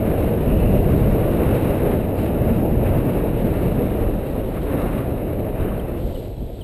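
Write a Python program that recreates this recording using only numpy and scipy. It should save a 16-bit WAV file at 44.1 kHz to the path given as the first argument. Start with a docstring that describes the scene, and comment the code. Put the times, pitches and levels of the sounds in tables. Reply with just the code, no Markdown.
"""Wind on a low-flying camera

A small camera flies low over a meadow under a fabric wing, slowing down; wind tears across its microphone port.
Shaped noises form the wind: large eddies buffet the capsule, smaller ones roar in the housing and hiss at
the port's edge. Cloth rustles and swishes as flickering noise, and a strap squeaks in short gliding tones.
The recorder samples slowly and holds each value, which mirrors the roar as a thin sizzle high up."""
import sys
import numpy as np
from scipy import signal
from scipy.fft import rfft, irfft, next_fast_len
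from scipy.io import wavfile
from scipy.ndimage import uniform_filter1d, minimum_filter1d, map_coordinates

SR = 44100
rng = np.random.default_rng(int(sys.argv[2]) if len(sys.argv) > 2 else 0)


def master(y):
    """Save y as 16-bit WAV."""
    cut = np.clip(np.atleast_2d(y).T, -1, 1)
    pcm = np.round(cut * 32767)  # scale
    wavfile.write(sys.argv[1], SR, pcm.astype(np.int16))


def ratio_of_db(decibels):
    """Turn decibels (scalar or array-like) into linear amplitude factors; 0 dB maps to 1."""
    return 10 ** (np.asarray(decibels, float) / 20)


N = 292383


def unit(x):
    """Scaled to rms 1."""
    return x / np.sqrt(np.mean(x ** 2))


def wobble(rate):
    """A smooth random curve, rate knots a second."""
    knots = rng.standard_normal(4000)
    return map_coordinates(knots, [np.arange(N) * rate / SR])


def curves(rows):
    """One value per sample for each column after the time."""
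    seconds, *columns = np.transpose(rows)
    return [np.interp(np.arange(N) / SR, seconds, column) for column in columns]


def swells(rows, rise_s, fall_s):
    """For each dB column, the sum of swells that rise, hold and fall."""
    start, length, *columns = np.transpose(rows)
    since = np.arange(N) / SR - start[:, None]
    rise = since / rise_s
    fall = (length[:, None] - since) / fall_s
    return np.array(columns) @ np.clip(np.minimum(rise, fall), 0, 1)


def rush(spectrum, patchy_db, flutter_db):
    """Rms-1 coloured noise with random gain patches in time and pitch; flutter_db is a fast gain curve."""
    z = signal.stft(rng.standard_normal(N), nperseg=512)[2]
    field = uniform_filter1d(rng.standard_normal(z.shape), size=5, axis=0)
    field = uniform_filter1d(field, size=8, axis=1)
    noise = signal.istft(z * ratio_of_db(patchy_db * unit(field)), nperseg=512)[1][:N]
    fluttering = noise * ratio_of_db(flutter_db)
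    # the spectrum is drawn as straight lines over log frequency
    m = next_fast_len(N + 8192)
    hz, db = np.transpose(spectrum)
    colour = ratio_of_db(np.interp(np.log(np.fft.rfftfreq(m, 1 / SR) + 1), np.log(hz + 1), db))
    return unit(irfft(rfft(fluttering, m) * colour, m)[:N])


def wind_level(full_db, per_flow, per_gust):
    """A layer's level in dB: full_db at full airflow, plus its own share of each dB of airflow and gust."""
    # Airflow over the housing. Each row: time in seconds, flow in dB before the layer's share.
    airflow = [(0.0, -24), (.2, -22), (.9, -22), (1.5, -21), (1.8, -24), (1.92, -22.5), (2.12, -25.5),
               (2.22, -23.5), (2.9, -21.5), (3.35, -23.5), (4.05, -24.5), (4.15, -26), (4.62, -29),
               (4.72, -26.5), (5.5, -27.5), (5.65, -27), (6.0, -31), (6.3, -34), (6.63, -38.5)]
    # Gusts across the port, and lulls where it turns out of the stream.
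    # Each row: start in seconds, length in seconds, strength in dB before the layer's share.
    gust_rows = [(.03, 0.18, 2.5), (.78, 0.064, -9), (1.1, .27, 1), (1.37, 0.59, 4), (1.93, 0.16, 1),
                 (2.16, 0.054, 12), (2.24, .34, 0.7), (2.58, 0.28, -4.5), (2.81, 0.096, 1.5),
                 (3.5, 0.55, 1), (4.53, 0.083, 9.5), (4.66, 0.41, 7.5), (5.2, .36, -3), (5.56, 0.23, 3),
                 (5.78, 0.046, 4), (5.85, 0.058, 8), (5.98, .8, -6), (6.25, 0.37, -5.5)]
    full_flow_db = -21
    flow_db, = curves(airflow)
    gust_db, = swells(gust_rows, rise_s=0.048, fall_s=.04)
    return full_db + per_flow * (flow_db - full_flow_db) + per_gust * gust_db


def buffet(shove_db):
    """Large eddies push the capsule in a low rumble, evened out so that it hardly ever lets up."""
    # Each row: frequency in Hz, relative level in dB.
    spectrum = [(12, -120), (20, -6), (40, -2), (70, -4.5), (110, -6), (200, -28.5), (400, -71)]
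    noise = rush(spectrum, patchy_db=0.0, flutter_db=0)
    swell = np.sqrt(np.abs(uniform_filter1d(noise ** 2, size=3000)) + .05)
    steady = unit(noise / swell ** 0.7)
    return ratio_of_db(wind_level(-22, 0.53, 0.038) + shove_db) * steady


def throb(pump_db, gusts):
    """Low noise just above the buffeting pulses with the gusts and a slow wobble of its own."""
    # Each row: frequency in Hz, relative level in dB.
    spectrum = [(40, -29), (80, -11.5), (130, -0.5), (220, -3.5), (320, -10), (600, -58)]
    noise = rush(spectrum, patchy_db=-0.33, flutter_db=1.12 * gusts + 0.55 * wobble(15))
    return ratio_of_db(wind_level(-21, 1.06, 0.077) + pump_db) * noise


def roar(gusts):
    """Smaller eddies roar in the housing, loudest at a few hundred Hz."""
    # Each row: frequency in Hz, relative level in dB.
    spectrum = [(100, -62), (200, -7.5), (300, -2.5), (450, -3), (600, -5), (750, -13.5), (950, -22),
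                (1400, -66)]
    noise = rush(spectrum, patchy_db=0.7, flutter_db=0.68 * gusts + 0.54 * wobble(40))
    return ratio_of_db(wind_level(-20.5, 0.9, 0.13)) * noise


def rasp(gusts, ripples):
    """Rough noise around 1 kHz, the layer that gusts lift the most."""
    # Each row: frequency in Hz, relative level in dB.
    spectrum = [(400, -65), (800, -4.5), (1100, -1.5), (1500, -7), (2200, -13.5), (3200, -46)]
    flutter_db = 0.55 * gusts + 0.71 * ripples + 1.2 * wobble(60)
    return ratio_of_db(wind_level(-39.5, 0.72, 0.87)) * rush(spectrum, patchy_db=0.66, flutter_db=flutter_db)


def edge_hiss(gusts, ripples):
    """Fine eddies hiss at the port's edge with a fast flutter."""
    # Each row: frequency in Hz, relative level in dB.
    spectrum = [(700, -48), (1400, -5.5), (2300, -1.5), (2700, -3), (3000, -7), (3400, -13.5),
                (3850, -10.5), (4200, -23), (5500, -27.5), (6500, -29), (8000, -120)]
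    flutter_db = 0.65 * gusts + 0.95 * ripples + 1.4 * wobble(70)
    return ratio_of_db(wind_level(-44, 0.82, 0.47)) * rush(spectrum, patchy_db=0.0, flutter_db=flutter_db)


def whistle():
    """The port's breathy resonance, a narrow band of noise, speaks up or falls quiet."""
    # Each row: frequency in Hz, relative level in dB.
    spectrum = [(2000, -60), (2450, -7), (2700, -3), (2950, -9), (3500, -60)]
    # Each row: start in seconds, length in seconds, change of level in dB.
    speaking = [(5.0, .5, -2.5), (0.447, 0.39, 7), (1.43, 0.33, 4), (2.2, .12, 2), (2.81, .1, 5)]
    speak_db, = swells(speaking, rise_s=0.048, fall_s=.04)
    noise = rush(spectrum, patchy_db=0.5, flutter_db=0.75 * wobble(30))
    return ratio_of_db(wind_level(-51.5, 0.82, 0.36) + speak_db) * noise


def wind():
    """Shared random curves make throb, roar, rasp and edge hiss flutter together; the whistle wavers alone."""
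    # Big eddies shouldering the capsule.
    # Each row: start in seconds, length in seconds, change of buffet in dB, change of throb in dB.
    surges = [(.18, .15, 2, -2), (.45, 0.4, 5.5, 3.5), (.84, 0.33, 4.5, 3), (1.24, 0.067, -4, 3),
              (1.45, 0.066, 5, -6), (2.18, 0.25, -1.5, 2.5), (2.4, 0.27, 0.5, 4), (2.68, 0.15, 3.7, 2.5),
              (2.84, 0.1, 8.5, -5), (3.04, 0.13, -9, 1.5), (3.6, 0.13, 2, 2.5), (3.98, 0.17, 4, -3.4),
              (4.22, 0.1, -8, 0.5), (4.8, 0.17, 1, 2), (5.57, 0.1, 5.5, 3.5), (6.0, 0.15, 4.5, 0),
              (6.36, 0.12, 5.5, 6.5)]
    shove_db, pump_db = swells(surges, rise_s=0.038, fall_s=.05)
    gusts, ripples = wobble(25), wobble(110)
    large = buffet(shove_db) + throb(pump_db, gusts) + roar(gusts)
    return large + rasp(gusts, ripples) + edge_hiss(gusts, ripples) + whistle()


def strap():
    """Each squeak of the strap is a short gliding tone that wavers."""
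    # Each row: start in seconds, peak level in dB, then start pitch in Hz and end pitch in Hz
    # before the waver, length in seconds.
    squeaks = [(5.606, -43, 3800, 3600, .008), (5.683, -44, 2750, 3200, .018),
               (5.794, -38, 3200, 3000, 0.011), (6.146, -42, 3900, 3300, 0.0055),
               (6.154, -39.5, 3200, 2800, 0.013), (6.243, -49, 4000, 3800, .008),
               (6.603, -41, 3680, 2600, 0.027)]
    out = np.zeros(N + SR)
    waver = 1 + .02 * np.pad(wobble(400), (0, SR))  # fast random share of pitch
    for start_s, db, start_hz, end_hz, length_s in squeaks:
        n, first = int(length_s * SR), round(start_s * SR)
        pitch_hz = np.linspace(start_hz, end_hz, n) * waver[first:][:n]
        phase = 2 * np.pi * np.cumsum(pitch_hz) / SR
        out[first:][:n] += ratio_of_db(db) * np.hanning(n) * np.sin(phase)
    return out[:N]


def cloth_rustle():
    """The wing's cloth flutters: a hiss whose very fast random gain gives it a fine crackle."""
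    # Each row: frequency in Hz, relative level in dB.
    spectrum = [(1200, -26), (2400, -7), (3000, 5.5), (3500, 3), (3900, 6), (4300, -1), (5000, -13),
                (5600, -3.5), (6500, -4), (8000, -120)]
    # How hard the cloth flutters. Each row: time in seconds, rustle level in dB.
    flutter = [(0, -58), (.2, -54), (.35, -57.5), (1.7, -52.5), (2.0, -59), (2.8, -70), (2.9, -57.5),
               (4.6, -55.5), (5.0, -56.5), (5.3, -62.5), (5.9, -60), (6.15, -54), (6.4, -60.5),
               (6.63, -57.5)]
    rustle_db, = curves(flutter)
    return ratio_of_db(rustle_db) * rush(spectrum, patchy_db=1.6, flutter_db=0.62 * wobble(30) + 2.0 * wobble(300))


def cloth_swish():
    """Now and then the cloth slides: airy noise under a rounded stroke."""
    # Each row: frequency in Hz, relative level in dB.
    spectrum = [(2000, -30), (3000, 3), (4000, 1), (4700, -2), (5300, -10), (6500, 0), (8000, -120)]
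    # Each row: start in seconds, length in seconds, level at the peak of the stroke in dB.
    slides = [(2.14, 0.16, -53), (4.22, .12, -60.5), (5.95, 0.37, -54.5), (6.3, 0.45, -61)]
    t = np.arange(N) / SR
    strokes = np.zeros(N)
    for start_s, length_s, db in slides:
        progress = np.clip((t - start_s) / length_s, 0, 1)
        strokes += ratio_of_db(db) * np.abs(np.sin(np.pi * progress)) ** 0.56
    return strokes * rush(spectrum, patchy_db=-1.0, flutter_db=1.1 * wobble(200))


def scene():
    """Wind, strap and cloth at one microphone."""
    return (wind() + strap() + cloth_rustle() + cloth_swish())[None]


def swing_lopsided(pressure):
    """The capsule swings further one way, by the square of the slow pressure."""
    low_pass = signal.butter(N=4, Wn=350, fs=SR, output="sos")
    heave = signal.sosfiltfilt(low_pass, pressure) ** 2
    return pressure + .3 * (heave - uniform_filter1d(heave, size=2000, axis=1))


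def limit(x):
    """A limiter tames the largest blows, easing its gain down ahead of each peak and up after it."""
    needed = (1 + np.abs(x / .95) ** 4) ** -.25
    lowest = minimum_filter1d(needed, size=400, axis=1)
    return x * uniform_filter1d(lowest, size=400, axis=1)


def sample_and_hold(x):
    """12000 samples a second, each held until the next, which mirrors the sound above 6 kHz."""
    # a steep low-pass guards the slow sampling
    smooth = signal.sosfilt(signal.butter(N=12, Wn=5650, fs=SR, output="sos"), x)
    slow = signal.resample_poly(smooth, 40, 147, axis=1)
    held = np.repeat(slow, 4, axis=1)  # now 48000 a second
    return signal.resample_poly(held, 147, 160, axis=1)[:, :N]


def top_cut(x):
    """Nothing passes above the cut-off."""
    return signal.sosfilt(signal.butter(12, 15690, fs=SR, output="sos"), x)


def record(dry):
    """Capsule, limiter and slow sampling in turn, then the recorder's steep upper band limit."""
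    held = sample_and_hold(limit(swing_lopsided(dry)))
    band_limit = signal.ellip(10, .3, 70, 15230, fs=SR, output="sos")
    mix = signal.sosfiltfilt(band_limit, held)
    return top_cut(mix)


dry = scene()
out = record(dry)
master(out)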